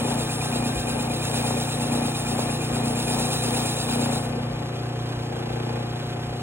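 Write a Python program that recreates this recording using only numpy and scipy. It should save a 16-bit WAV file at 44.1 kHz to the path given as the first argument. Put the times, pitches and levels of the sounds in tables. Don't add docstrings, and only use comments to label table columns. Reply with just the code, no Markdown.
import sys
import numpy as np
from scipy import signal
from scipy.fft import rfft, irfft, next_fast_len
from scipy.io import wavfile
from scipy.ndimage import map_coordinates

SR = 44100
rng = np.random.default_rng(int(sys.argv[2]) if len(sys.argv) > 2 else 0)


def generate_wav(signal):
    frames = np.transpose(np.atleast_2d(signal))
    scaled = np.clip(frames, -1, 1) * 32767
    pcm = np.round(scaled).astype(np.int16)
    wavfile.write(sys.argv[1], SR, pcm)


N = 283122
T = np.arange(N) / SR
LAP_HZ, PULL_HZ = 8.634, 119.98
LIFT_S, SETTLE_S = 4.18, 0.72
SHUDDER_AT_S, SHUDDER_HALF_S = LIFT_S + 0.214, 0.1
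HEAVY_AT = .41


# time_s, relative_db
EDGE_PRESSURE = [(0, -30), (.65, -31), (1.12, -33.5), (1.33, -28), (1.8, -31), (2.4, -30.5), (2.8, -33.5),
                 (3.1, -27.5), (3.45, -26.5), (3.75, -27.5), (4.15, -30.5)]
def pressure():
    press_db, = curves(EDGE_PRESSURE)
    return press_db, press_db - press_db.mean()


# lap_share, gain_db
BELT_GRIP = [(.05, 0.7), (.25, -2), (.42, -4), (.57, -1.5), (.67, 0.5), (.87, 1.5)]
# frequency_hz, relative_db
LEATHER_EQ = [(300, -30), (830, -3), (1000, -11), (1400, -9), (1550, -13), (1750, -10), (2050, -20),
              (2800, -14), (3000, -9.5), (3300, -9.5), (3700, -5.5), (4600, -14), (5500, -11), (6400, -14),
              (7200, -10.5), (7600, -11.5), (7850, -17), (8150, -11.5), (9500, -13.2), (11000, -16),
              (12800, -19.5), (14200, -20), (15400, -14.5)]
def strop():
    press_db, extra_db = pressure()
    lift_db = -122 * np.maximum(T - LIFT_S, 0)
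    lap, lap_samples = T * LAP_HZ % 1, round(SR / LAP_HZ)
    grip_db = np.interp(lap, *np.transpose(BELT_GRIP), period=1) * (1 - .07 * extra_db)
    sticky_patches = signal.detrend(wobble(110)[:lap_samples])
    grip_db += .5 * np.resize(sticky_patches, N)
    flicker_db = .6 * wobble(40) + 1.9 * wobble(300)
    hiss = amp(press_db + lift_db - 5 + grip_db + flicker_db) * noise(LEATHER_EQ)
    ring = amp(extra_db + lift_db - 1.5) * head_ring(lap, lap_samples, grip_db)
    chirps = amp(.4 * extra_db + lift_db) * head_chirps(lap, extra_db)
    return placed(hiss + ring + chirps + singing(), lag_ms=.113, left_db=0, wet_db=-13)


# pitch_hz, relative_db, lap_share (the rub peaks 0.15 lap earlier)
HIGH_MODES = [(2230, -58, .6), (2950, -57, .9), (3650, -49, .9), (3757, -50, .88), (3886, -42.5, .88),
              (4150, -51, .9), (4750, -51, .95), (4844, -47, .98), (4931, -48.5, .98), (5630, -51.5, .08),
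              (6180, -53, .88), (6869, -52, .82), (7280, -51, .85), (7425, -45, .85), (8290, -52, .82),
              (8408, -46, .82), (9259, -44.3, .72), (10217, -44, .78), (10950, -54, .8)]
def head_ring(lap, lap_samples, grip_db, q=230):
    grain = np.resize(rng.standard_normal(lap_samples), N) + rng.standard_normal(N)
    out = np.zeros(N)
    for hz, db, spot in HIGH_MODES:
        swell_db = 2 * np.cos(2 * np.pi * (lap - spot + 0.15))
        rub = amp(swell_db + 0.82 * grip_db + wobble(12)) * grain
        out += amp(db) * unit(filtered(rub, lambda f: resonance(f, hz, hz / q) * resonance(f, hz, 154)))
    return out


# pitch_hz, relative_db
LOW_MODES = [(2443, -50), (2688, -52.5)]
MODE_SAG = [0, 4]
# mode_index, relative_db, lap_share, narrowness, bend_hz
LAP_CHIRPS = [(0, -32.8, .58, 14, 45), (0, -39.5, .04, 12, 40), (0, -43, .38, 22, 20),
              (0, -42.5, .79, 16, 30), (1, -39.5, .82, 3, 18), (1, -45, .2, 14, 10)]
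def head_chirps(lap, extra_db):
    out = np.zeros(N)
    for hz, db in LOW_MODES:
        rub = rng.standard_normal(N)
        out += amp(db) * unit(filtered(rub, lambda f: resonance(f, hz, 27) * resonance(f, hz, 62)))
    for mode, db, spot, narrowness, bend_hz in LAP_CHIRPS:
        angle = 2 * np.pi * (lap - spot)
        centre_hz = LOW_MODES[mode][0] - MODE_SAG[mode] * extra_db
        pitch_hz = centre_hz - bend_hz * np.sin(angle) + 5 * wobble(12)
        envelope = np.exp(narrowness * (np.cos(angle) - 1))
        level = amp(db + .7 * wobble(8) + 2.2 * wobble(150))
        out += envelope * level * np.sin(2 * np.pi * np.cumsum(pitch_hz) / SR)
    return out


# start_s, end_s, level_db
HELD_NOTES = [(.2, .54, -45), (.64, 1.0, -44.5)]
def singing(pitch_hz=1577, fade_s=.04):
    level = sum(amp(db) * np.clip(np.minimum(T - start, end - T) / fade_s, 0, 1)
                for start, end, db in HELD_NOTES)
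    return level * amp(1.6 * wobble(21)) * np.sin(2 * np.pi * (pitch_hz * T + .13 * wobble(25)))


# pull_multiple, shaft_multiple, loaded_db, free_db
HUM_PARTIALS = [(0, 2, -47, -51), (0, 2.19, -56, -52), (1, -1, -51, -47), (0, 3.32, -47, -52),
                (1, 0, -33.5, -32.5), (1, 1, -34, -37.5), (1, 2, -47, -49), (2, 2, -47.5, -51.5),
                (3, -1, -47.5, -47.5), (3, 3, -52, -58), (3, 0, -47, -44), (3, 1, -49, -45),
                (4, -1, -54, -51.5), (4, 0, -54, -50.5), (4, 1, -49.5, -55.5), (4, 2, -50.5, -50),
                (5, -1, -54.5, -53.5), (5, 0, -53, -53), (6, -1, -51, -54), (6, 0, -43.5, -44),
                (6, 1, -50, -76), (7, -1, -60, -51.5), (7, 0, -48.5, -61), (9, 0, -52.5, -56),
                (10, 0, -53, -59), (15, -1, -54.5, -61)]
def motor_hum(turns):
    out = np.zeros(N)
    for pulls, shaft, loaded_db, free_db in HUM_PARTIALS:
        offset = rng.random() * (pulls != 1)
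        cycles = pulls * PULL_HZ * T + shaft * (turns - HEAVY_AT + .5) + offset + 0.047 * wobble(5.7)
        level = amp(by_load(loaded_db, free_db) + 0.92 * wobble(4.63))
        out += level * np.sqrt(2) * np.sin(2 * np.pi * cycles)
    return placed(out, lag_ms=-.08, left_db=.3, wet_db=-40)


# start_s, end_s, knock_rise_db
SLIP_THROBS = [(-.1, 0.202, 8.5), (0.506, 0.713, 8), (0.854, 1.146, 7.5), (1.32, 1.602, 7.5),
               (1.763, 1.902, 6.5), (1.895, 2.11, 10), (2.265, 2.553, 7), (2.71, 2.997, 8.5),
               (3.075, 3.278, 8), (3.42, 3.66, 7.5), (3.871, 4.185, 9)]
def rattle(turns):
    throb_db = sum(db * gate(start, end, edge_s=0.03) for start, end, db in SLIP_THROBS)
    pulls = (np.arange(int(T[-1] * PULL_HZ)) * SR / PULL_HZ).astype(int)
    lean = np.cos(2 * np.pi * (turns[pulls] - HEAVY_AT)) - 1
    jolts, taps = np.zeros((2, N))
    jolts[pulls] = amp(by_load(12.5, 13)[pulls] * lean + 0.83 * rng.standard_normal(len(pulls)))
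    taps[pulls] = amp(2.8 * lean + 1.3 * rng.standard_normal(len(pulls)))
    knock = frame_knock(jolts, throb_db)
    chatter, wash = clatter(taps, throb_db / throb_db.max())
    frame = placed(knock, lag_ms=0.046, left_db=-0.3, wet_db=-35.5)
    loose_parts = placed(chatter + guard_knock(jolts), lag_ms=-.17, left_db=6.5, wet_db=-10)
    return frame + loose_parts + wash


# pitch_hz, width_hz, relative_db
FRAME_MODES = [(223, 16.4, -6), (366, 23, -28)]
def frame_knock(jolts, throb_db):
    loaded_db = -37 + throb_db + 0.85 * wobble(23.95)
    level_db = by_load(loaded_db, -40.5 + 4 * free_swell()) + shudder_db()
    knock = amp(level_db) * struck(jolts, FRAME_MODES, centre_hz=280, band_hz=75)
    after_notes = sum(note(end + 0.049, hz=335.3, db=-38.5, half_s=0.049) for _, end, _ in SLIP_THROBS)
    moan = note(SHUDDER_AT_S, hz=490, db=-35.5, half_s=SHUDDER_HALF_S / 2)
    return knock + after_notes + moan


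# frequency_hz, relative_db
CLATTER_EQ = [(120, -44), (260, -7), (350, -1), (520, 0), (640, -2), (820, -1), (1000, -8.5), (1200, -13),
              (1600, -17.5), (2200, -15.5), (3200, -18.5), (4200, -61)]
def clatter(taps, throb, t60_s=0.026):
    _, extra_db = pressure()
    loaded_db = -37.5 + 4.5 * throb + 0.11 * extra_db
    level_db = by_load(loaded_db, -42.5 + 2 * free_swell()) + 0.19 * shudder_db()
    decay = amp(-60 * T[:SR // 8] / t60_s)
    bursts = signal.fftconvolve(taps, decay)[:N] * rng.standard_normal(N)
    wash = amp(level_db - 3.5) * coloured(rng.standard_normal((2, N)), CLATTER_EQ)
    return amp(level_db) * coloured(bursts, CLATTER_EQ), wash


# pitch_hz, width_hz, relative_db
GUARD_MODES = [(380, 73, -0.5), (450, 73, -4), (727, 110, -10), (825, 53, -5)]
def guard_knock(jolts):
    return amp(-36) * free_swell() * struck(jolts, GUARD_MODES, centre_hz=490, band_hz=500)


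# start_s, level_db
SHARP_TICKS = [(5.124, -35), (5.325, -34), (5.425, -34), (5.524, -35.5), (5.558, -36), (5.599, -35),
               (5.691, -34), (5.757, -34.5), (5.825, -36), (5.958, -37)]
# frequency_hz, relative_db
TICK_EQ = [(220, -20), (350, 3), (600, 3), (950, 2), (1500, 2), (2200, -4), (3400, -3), (4300, -14),
           (6000, -20), (12000, -28)]
def ticks(turns, speed_hz, t60_s=.055, strike_at=.19):
    turn, share = np.divmod(turns + 1 - strike_at, 1)
    age_s = share / speed_hz
    scatter_db = 2.2 * rng.standard_normal(int(turn[-1]) + 1)[turn.astype(int)]
    light = by_load(0, 1) * amp(-41 + 2 * free_swell() + scatter_db - 60 * age_s / t60_s)
    sharp = sum(amp(db - 60 * np.abs(T - s) / t60_s) * (T >= s) for s, db in SHARP_TICKS)
    clicks = np.maximum(light, sharp) * noise(TICK_EQ)
    return placed(wheels(clicks), lag_ms=0.12, left_db=-2, wet_db=-7.5)


# frequency_hz, relative_db
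SWISH_EQ = [(300, -14), (1000, -2), (1300, 1), (1600, -1), (2100, -5.5), (2800, -5), (3300, -3), (3700, -6),
            (4500, -8), (6000, -11), (10000, -16), (13000, -20), (15500, -23)]
def belt(turns):
    shaft_db = 1.2 * np.cos(2 * np.pi * (turns - HEAVY_AT))
    pull_db = 1.3 * np.cos(2 * np.pi * PULL_HZ * T)
    swish = amp(-43 + shaft_db + pull_db + 0.97 * wobble(25)) * noise(SWISH_EQ)
    return placed(wheels(swish), lag_ms=.113, left_db=0, wet_db=-8)


# pitch_hz, width_hz, boost_db
WHEEL_MODES = [(2470, 35, 10), (3220, 35, 7), (3480, 45, 7), (3900, 70, 10), (4850, 50, 12), (7420, 70, 7)]
def wheels(x):
    return filtered(x, lambda f: 1 + sum((amp(db) - 1) * resonance(f, hz, w) for hz, w, db in WHEEL_MODES))


# frequency_hz, relative_db
BENCH_EQ = [(20, -3), (35, 0), (52, 21), (75, 17), (105, 22), (170, 17.5), (300, 22.5), (600, -64)]
# time_s, relative_db
BENCH_BUMPS = [(0.779, -21), (1.03, -40), (2.73, -22), (3.18, -37), (4.54, -26), (6.31, -30)]
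def bench():
    rumble = amp(by_load(-40, -42.5) + 0.48 * shudder_db()) * noise(BENCH_EQ)
    return rumble + sum(note(s, hz=57, db=db - 9, half_s=0.029) for s, db in BENCH_BUMPS)


# frequency_hz, t60_s
ROOM_DECAY = [(200, 0.15), (2000, 0.26), (12000, 0.0039)]
def placed(x, lag_ms, left_db, wet_db):
    direct = filtered(x, lambda hz: np.exp(np.pi * 1j * hz * lag_ms * np.array([[-1], [1]]) / 1000))
    hz, t, bands = signal.stft(rng.standard_normal((2, SR // 3)), SR, nperseg=256)
    decay = amp(-60 * t / along(ROOM_DECAY, hz)[:, None])
    tail = signal.istft(bands * decay, SR, nperseg=256)[1]
    echo = signal.fftconvolve(x[None], tail / np.linalg.norm(tail[0]), axes=1)[:, :N]
    echo = filtered(echo, lambda hz: amp(along([(2800, -1), (4000, -41)], hz)))
    return (direct + amp(wet_db) * echo) * amp([[left_db / 2], [-left_db / 2]])


def by_load(loaded, free):
    return free + (loaded - free) * np.clip(1 - (T - LIFT_S) / SETTLE_S, 0, 1)


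def shudder_db():
    return 5.5 * np.exp(-((T - SHUDDER_AT_S) / SHUDDER_HALF_S) ** 2)


def free_swell():
    return gate(5.29, 5.86, edge_s=0.17)


def gate(start_s, end_s, edge_s):
    return .5 * (np.tanh((T - start_s) / edge_s) - np.tanh((T - end_s) / edge_s))


def note(s, hz, db, half_s):
    return amp(db) * np.exp(-((T - s) / half_s) ** 2) * np.sin(2 * np.pi * hz * (T - s))


def struck(jolts, modes, centre_hz, band_hz):
    def body(f):
        return sum((-1) ** k * amp(db) * resonance(f, hz, w) for k, (hz, w, db) in enumerate(modes))
    return unit(filtered(jolts, lambda f: resonance(f, centre_hz, band_hz) * body(f)))


def resonance(f, hz, width):
    return 1j * f * width / (hz * hz - f * f + 1j * f * width)


def noise(eq):
    return coloured(rng.standard_normal(N), eq)


def coloured(x, eq):
    return unit(filtered(x, lambda hz: amp(along(eq, hz))))


def filtered(x, response):
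    size = next_fast_len(N + SR // 4)
    return irfft(rfft(x, size) * response(np.fft.rfftfreq(size, 1 / SR)), size)[..., :N]


def wobble(rate):
    return map_coordinates(rng.standard_normal(int(N * rate / SR) + 4), [T * rate])


def curves(rows):
    times, *columns = np.transpose(rows)
    return [np.interp(T, times, column) for column in columns]


def along(points, hz):
    freqs, values = np.transpose(points)
    return np.interp(np.log(hz + 1), np.log(freqs + 1), values)


def amp(db):
    return 10 ** (np.asarray(db) / 20)


def unit(x):
    return x / np.sqrt(np.mean(x ** 2) + 1e-20)


# time_s, speed_hz
SHAFT_SPEED = [(0, 29.53), (.4, 29.52), (.75, 29.32), (1.3, 29.48), (2.4, 29.47), (3.15, 29.21),
               (3.9, 29.47), (4.3, 29.883)]
def scene():
    speed_hz, = curves(SHAFT_SPEED)
    turns = np.cumsum(speed_hz) / SR
    machine = motor_hum(turns) + bench() + rattle(turns) + belt(turns) + ticks(turns, speed_hz)
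    return strop() + machine


def record(dry):
    return filtered(dry, lambda hz: hz < 15800)


dry = scene()
out = record(dry)
generate_wav(out)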